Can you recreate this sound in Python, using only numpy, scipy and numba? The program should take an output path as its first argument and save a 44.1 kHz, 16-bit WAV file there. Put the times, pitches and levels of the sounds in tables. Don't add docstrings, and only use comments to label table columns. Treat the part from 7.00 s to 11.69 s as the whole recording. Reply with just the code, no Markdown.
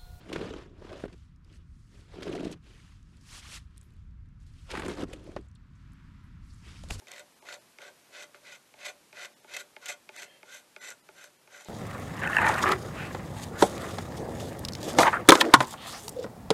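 import sys
import numpy as np
from scipy import signal
from scipy.fft import rfft, irfft, dct
from scipy.io import wavfile
from scipy.ndimage import uniform_filter1d
from numba import njit

SR = 44100
rng = np.random.default_rng(int(sys.argv[2]) if len(sys.argv) > 2 else 0)


def wav_record(signal):
    frames = np.transpose(np.atleast_2d(signal))
    bounded = np.clip(frames, -1, 1)
    quanta = np.round(bounded * 32767).astype(np.int16)
    wavfile.write(sys.argv[1], SR, quanta)


def invert_db(level):
    return 10 ** (np.asarray(level, dtype=float) / 20)


N = 206639


def scrape():
    *gains, biting = strokes()
    bite = biting / (gains[0] + 1e-9)
    judder = invert_db(1.5 * walk(170) + 0.8 * walk(50))
    out = drag(judder)
    for part, upper_hz in enumerate((2800, SR, SR, 7300)):
        out = out + rubbed(slips(judder, 9000, 2.1), gains[part], modes_of(part), bite, upper_hz)
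    shavings = slips(judder, 6000, 3.8)
    dull = invert_db(-5.0) * gains[0] * rms1(band(shavings, 1380, 4970))
    crisp = invert_db(-8.5) * gains[3] * bite * rms1(band(shavings, 5400, 9750))
    return out + dull + crisp


# start_s, pressure_build_s, hold_s, blade_full_db, blade_lift_db
STROKES = [(.063, 0.011, 0.13, -54.5, -55), (.432, 0.063, 0.049, -46, -47.5),
           (0.785, 0.033, .067, -52, -56), (1.092, .071, 0.073, -48, -51),
           (1.344, 0.0071, .006, -52.5, -59), (1.414, 0.057, 0.085, -51, -53.5),
           (1.747, 0.072, 0.072, -50, -42), (2.118, 0.052, 0.084, -50, -47), (2.453, 0.065, 0.09, -50, -48),
           (2.784, .073, 0.062, -48, -45), (3.099, 0.074, 0.071, -50.5, -50),
           (3.424, 0.082, 0.091, -53, -59.5), (3.763, 0.058, .1, -52, -55), (4.112, 0.1, 0.055, -53.5, -63),
           (4.474, 0.068, 0.077, -55, -56.5), (4.622, 0.0086, .06, -70.5, -55.5)]
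# handle_over_blade_db, bow_over_blade_db, edge_over_blade_db, bite_db
GRIPS = [(-1.5, -7, -7.5, 0.7), (-5.5, -7.5, -6.5, -2.2), (-1.3, -1, -9, -2.4), (-6, -7.5, -7.5, -2.5),
         (-2.5, -2.5, -18, -11), (-8.5, -4, -8, -4), (-7.5, -8.5, -6.5, -3.5), (-6.5, -3.5, -7, -2),
         (-7.5, -5, -4.5, -0.9), (-8.7, -4, -4, -1.7), (-8, -5, -5.5, -.4), (-8, 1.5, -2.5, 0.8),
         (-7, -0.5, -1.6, 0.3), (-4.5, -1.5, -1.3, 0.7), (-5, -0.3, -1.5, -1.5), (-5, -6, -6.5, 6)]
# start_s, length_s, level_db
DIGS = [(0.088, 0.018, -4.5), (0.503, .013, -4), (1.511, .021, 2.5), (1.848, 0.019, 7.5), (1.867, .008, -5),
        (2.205, .015, 1), (2.534, 0.013, 6), (2.561, 0.0065, 10.5), (2.574, .007, -2), (2.879, .019, 8.5),
        (3.167, 0.033, 4.5), (3.51, 0.065, 4), (3.836, 0.052, 4), (4.194, 0.03, -2.5)]
FLANK_SHARES = (0.39, 0.81, 0.93)
GROWTH_DB = (2.5, .3, 4.7, 3.9)


def strokes():
    build_power, release_db_per_s, dig_edge_s = 1.55, 745, 0.0047
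    dig_shares = (0.95, -0.25, 1.18)
    t = np.arange(0, N, 32) / SR
    dig, gains = 0, 0
    for s, length, db in DIGS:
        rise_or_fall = np.minimum(t - s, (s + length - t) / 2 + dig_edge_s)
        dig = dig + db * np.clip(rise_or_fall / dig_edge_s, 0, 1)
    for (s, build, hold, full_db, lift_db), grip in zip(STROKES, GRIPS):
        along = np.clip((t - s - build) / hold, 0, 1)
        rise_db = 20 * build_power * np.log10(np.clip((t - s) / build, 1e-9, 1))
        flank = rise_db - release_db_per_s * np.maximum(t - s - build - hold, 0)
        press = full_db + (lift_db - full_db) * along
        colour = [g + growth * (along - 0.5) for g, growth in zip(grip, GROWTH_DB)]
        blade = press + flank + dig
        others = [press + c + f * flank + d * dig for c, f, d in zip(colour, FLANK_SHARES, dig_shares)]
        gains = gains + (t > s) * invert_db(np.array([blade, *others, blade + colour[3]]))
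    return uniform_filter1d(np.repeat(gains, 32, axis=1)[:, :N], size=130)


# time_s, level_db
DRAG = [
    (3.25, -60),
    (3.28, -62),
    (3.35, -66),
    (3.4, -71),
    (3.428, -78),
]
# pitch_hz, t60_s, peak_db
DRAG_MODES = [(560, .015, -1), (1690, .02, -4), (2050, .015, -5), (2650, .015, -5), (3170, .03, -2),
              (4290, .025, -9)]


def drag(judder):
    t = np.arange(N) / SR
    s, db = np.transpose(DRAG)
    touching = (t >= s[0]) & (t < s[-1])
    gain = uniform_filter1d(touching * invert_db(np.interp(t, s, db)), size=130)
    return invert_db(3.8) * rubbed(slips(judder, 9000, 1.5), gain, DRAG_MODES)


BLADE_HZ = [2000, 2095, 2184, 2428, 2587, 3045, 3221, 3545, 3910, 4345, 4700, 4920]
# t60_s, peak_db
BLADE = [(0.014, -2.5), (0.042, 2), (0.029, -4.5), (0.035, -3), (0.04, -3.5), (0.012, -9.5), (0.079, -5),
         (0.017, -7), (0.011, -8.5), (0.024, -8), (0.027, -31.5), (0.0066, -15.5)]
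HANDLE_HZ = [385, 520, 588, 730, 865, 940, 1150]
# t60_s, peak_db
HANDLE = [(0.049, -11), (0.056, -6.5), (.11, 0.5), (0.043, -7), (0.054, -12), (0.028, -13.5),
          (0.054, -11.5)]
BOW_HZ = [1385, 1452, 1568]
# t60_s, peak_db
BOW = [(0.021, -3), (0.036, 4), (0.033, -0.5)]
EDGE_HZ = [5680, 6140, 6225, 7055, 7500, 7870, 8020, 8500, 10400, 11600]
# t60_s, peak_db
EDGE = [(0.0044, -4.5), (0.017, 6), (0.018, 6), (0.01, 0), (0.027, 0.5), (0.018, 0), (0.015, 0.5),
        (0.015, -9), (0.0074, -16), (0.0016, -12.5)]


def modes_of(part):
    tables = ((BLADE_HZ, BLADE), (HANDLE_HZ, HANDLE), (BOW_HZ, BOW), (EDGE_HZ, EDGE))
    return np.column_stack(tables[part])


def slips(judder, per_s, spread_db):
    size = invert_db(spread_db * np.minimum(rng.exponential(size=N), 4)) * rng.standard_normal(N)
    happens = rng.random(N) < per_s / SR
    return rms1(size * happens * judder)


def rubbed(force, gain, modes, bite=1, upper_hz=SR):
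    modes = np.array(modes)
    upper = modes[:, 0] > upper_hz
    low = body(force * gain, modes[~upper], wander_db=1.8)
    high = body(force * gain * bite, modes[upper], wander_db=2.2)
    return (low + high) / np.std(body(force, modes))


# time_s, blade_db, bow_over_blade_db, edge_over_blade_db
CATCHES = [(0.0823, -35.5, -17, -12), (0.1155, -30, -25, -7), (0.1366, -34, -21, -15),
           (0.161, -32, -11, -14), (0.18, -34.5, -4, -10), (0.194, -35.5, -14, -6.5),
           (0.4868, -29, -0.5, -25), (0.5252, -27.5, -12, -21), (0.817, -33, -16, -16),
           (1.1414, -39, -10, -16), (1.2234, -34, -3, -9.5), (1.8525, -33, -21, -18),
           (1.8836, -30, -25, -15), (2.2467, -28, -16, -19), (2.2553, -30.5, -11, -9),
           (2.5371, -29, -19, -9.5), (2.5443, -28.5, -19, -18), (2.5647, -26, -1.5, -6.5),
           (2.8574, -29.5, -19, -4), (2.862, -24, -12, -12), (2.8859, -38, -15, 3), (2.9024, -28.5, -6, -9),
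           (3.1624, -33.5, -2, -6.5), (3.2211, -29, -12, -11), (3.23, -27.5, -15, -13),
           (3.9025, -33.5, -17, -3), (3.9119, -34, 4, -9), (4.2404, -34, -2.5, -5), (4.6084, -38.5, 0, -11),
           (4.6463, -44, -14, 2)]


def catches():
    burst_ms, grit_db, grit_with_edge, crack_db = 1.14, -18, 0.23, -12.5
    events = np.vstack((CATCHES, snags()))
    t = np.arange(int(0.028 * SR)) / SR
    bursts = rng.standard_normal((len(events), len(t))) * t * np.exp(-t * 2000 / burst_ms)
    answers = [np.array([body(b, modes_of(k), shorten=0.3) for b in bursts]) for k in (0, 2, 3)]
    answers += [band(bursts, 7600, 14300), band(bursts, 2440, 6200)]
    grit = grit_db + grit_with_edge * events[:, 3]
    events = np.column_stack((events, grit, np.full(len(events), crack_db)))
    out = 0
    for sounds, gains, trim_db in zip(answers, parts(events[:, 1:].T), (-7, -8.5, 3, 5.0, -1.5)):
        out = out + placed(events[:, 0], peaking(sounds, invert_db(trim_db) * gains))
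    return out


def snags():
    snag_db, bow_db, edge_db, spread_db = 9, -11, -16, 2
    rows = np.array(STROKES)
    chance = np.column_stack((rng.random(len(rows)), rng.standard_normal((len(rows), 3))))
    start, build, hold = rows[:, :3].T
    s = start + 0.6 * build + chance[:, 0] * (0.4 * build + hold)
    rasp = strokes()[0][np.minimum(s * SR, N - 1).astype(int)]
    rasp_db = 20 * np.log10(np.abs(rasp) + 1e-9)
    usual = np.column_stack((s, rasp_db + snag_db, np.full(len(s), bow_db), np.full(len(s), edge_db)))
    return usual + spread_db * chance * (0, 0.5, 2, 2.4)


# time_s, blade_db, handle_over_blade_db, bow_over_blade_db, edge_over_blade_db
LANDINGS = [(0.0171, -62, 13.5, -18, -5), (0.07, -41.5, -23, -15, -5), (0.4234, -51.5, 3.5, -19, -7),
            (0.7853, -37, -10.5, -13, -13), (1.3443, -43, -6, -1.5, -17), (1.739, -44.5, -5, -14, -17),
            (2.1279, -40.5, -8, -12, -25), (2.4442, -48.5, 2.5, -5, -19), (2.7643, -34.5, -8, -11.5, -28),
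            (3.0904, -34, -7, -12.5, -17), (3.4296, -39.5, -6, -10.5, -18), (3.7626, -33, -11, -10, -14),
            (4.0882, -42.5, -1, -4, -10), (4.4745, -47, -4.5, -10, -10), (4.6553, -50, 4, -16, -2)]
# pitch_hz, t60_s, peak_db
TAPPED = [
    [(2160, .028, 0), (2450, .018, -2), (2800, .012, -11), (3200, .015, -14), (3680, .015, -13),
     (4700, .012, -16)],
    [(382, .08, -1), (612, .045, -3), (875, .06, -1)],
    [(1200, .015, -6), (1440, .024, 0), (1700, .015, -5)],
    [(6000, .008, 0), (7400, .006, -3)],
]


def taps():
    scatter_db = 2
    events, t, out = np.array(LANDINGS), np.arange(int(0.12 * SR)) / SR, 0
    contacts = ((0.2, 0.3, 0), (0.45, 2.8, 2), (0.25, 0.6, 3), (0.08, 0.3, 0))
    for modes, gains, (push_ms, late_ms, db) in zip(TAPPED, parts(events[:, 1:].T), contacts):
        push = np.sin(np.pi * np.clip(t * 1000 / push_ms, 0, 1)) ** 2
        each = np.array([body(push, [mode]) * (-1) ** k for k, mode in enumerate(modes)])
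        knocks = invert_db(scatter_db * rng.standard_normal((len(events), len(modes)))) @ each
        out = out + placed(events[:, 0] + late_ms / 1000, peaking(knocks, gains * invert_db(db)))
    return out


def snaps():
    events, t = np.array(LANDINGS), np.arange(int(0.0092 * SR)) / SR
    bursts = rng.standard_normal((len(events), len(t))) * np.exp(-t / 0.002)
    return placed(events[:, 0], peaking(band(bursts, 2600, 5600), invert_db(events[:, 1] - 9)))


def walls(x, t60, damp_hz):
    t = np.arange(int(0.3 * SR)) / SR
    tail = rng.standard_normal(len(t)) * np.exp(-np.log(1000) * t / t60) * (t > 0.003)
    tail = signal.lfilter(*signal.butter(1, damp_hz, fs=SR), tail)
    return signal.fftconvolve(x, tail / np.sqrt(np.sum(tail ** 2)))[:N]


# pitch_hz, density_db
SHOP = [(20, -28), (35, -25), (60, -9.5), (85, -12.5), (130, -2.5), (260, -1), (600, -3), (1100, -5),
        (2000, -6.5), (4400, -9.5), (6800, -10.5), (12000, -13.5)]


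def shop():
    level_db, whine_hz, whine_db = -61.5, 12012, -84
    hz = np.maximum(np.fft.rfftfreq(N, 1 / SR), 1)
    shop_hz, shop_db = np.transpose(SHOP)
    colour = invert_db(np.interp(np.log(hz), np.log(shop_hz), shop_db))
    hiss = rms1(irfft(rfft(rng.standard_normal(N)) * colour, N))
    whine = np.sqrt(2) * invert_db(whine_db) * np.sin(2 * np.pi * whine_hz * np.arange(N) / SR)
    return hiss * invert_db(level_db + 0.6 * walk(7.3)) + whine


@njit
def ring(x, pole, gain, feed):
    y, z = np.zeros(len(x)), np.zeros(len(pole), np.complex128)
    for i in range(len(x)):
        for k in range(len(pole)):
            z[k] = z[k] * pole[k] + x[i] * feed[i >> 7, k]
            y[i] += gain[k] * z[k].imag
    return y


def body(force, modes, shorten=1, wander_db=0):
    hz, t60, db = np.transpose(modes)
    decay = np.log(1000) / (t60 * shorten * SR)
    sign = (-1.) ** np.arange(len(hz))
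    feed = np.ones((len(force) // 128 + 1, len(hz)))
    if wander_db:
        for k in range(len(hz)):
            feed[:, k] = invert_db(wander_db * walk(14)[::128] - wander_db ** 2 / 9)
    return ring(force + 1e-18, np.exp(2j * np.pi * hz / SR - decay), sign * decay * invert_db(db), feed)


def walk(rate):
    k = int(SR / rate)
    return 1.04 * uniform_filter1d(np.repeat(rng.standard_normal(N // k + 1), k), k)[:N]


def parts(table):
    return [invert_db(table[0])] + [invert_db(table[0] + over_db) for over_db in table[1:]]


def peaking(sounds, peaks):
    return sounds * (peaks / np.abs(sounds).max(axis=1))[:, None]


def placed(times, sounds):
    out = np.zeros(N + sounds.shape[1])
    for s, sound in zip(times, sounds):
        out[int(s * SR):int(s * SR) + len(sound)] += sound
    return out[:N]


def band(x, low_hz, high_hz):
    return signal.sosfilt(signal.butter(2, [low_hz, high_hz], "bandpass", fs=SR, output="sos"), x)


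def rms1(x):
    return x / np.sqrt(np.mean(x ** 2))


def scene():
    work = scrape() + catches() + taps() + snaps()
    work = signal.sosfilt(signal.butter(3, 300, "highpass", fs=SR, output="sos"), work)
    return (work + invert_db(-20) * walls(work, 0.15, 3100.0) + shop())[None]


def starve(x, s, kept):
    i = int(s * SR) + np.arange(-880, 880)
    lines = dct(x[i] * np.hanning(len(i)), norm="ortho")
    strength = uniform_filter1d(lines ** 2, size=7) / uniform_filter1d(lines ** 2, size=160)
    weak = (strength < np.quantile(strength, 1 - kept)) & (np.arange(len(i)) > 60)
    change = np.zeros(N)
    change[i] = -dct(lines * weak, type=3, norm="ortho")
    return change


# time_s, kept_share
STARVED = [(.345, .4), (.408, .3), (.6, .35), (1.03, .5), (2.352, .2), (2.415, .35), (3.18, .5), (3.8, .2),
           (4.014, .25), (4.03, .25), (4.378, .35)]


def thinned(x):
    return x + sum(starve(x, s, kept) for s, kept in STARVED)


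def band_limit(x):
    return signal.sosfilt(signal.butter(12, 13230, fs=SR, output="sos"), x)


def record(dry):
    x = signal.sosfilt(signal.ellip(10, 0.2, 70, 12850, fs=SR, output="sos"), dry[0])
    mix = thinned(x)[None]
    return band_limit(mix)


dry = scene()
out = record(dry)
wav_record(out)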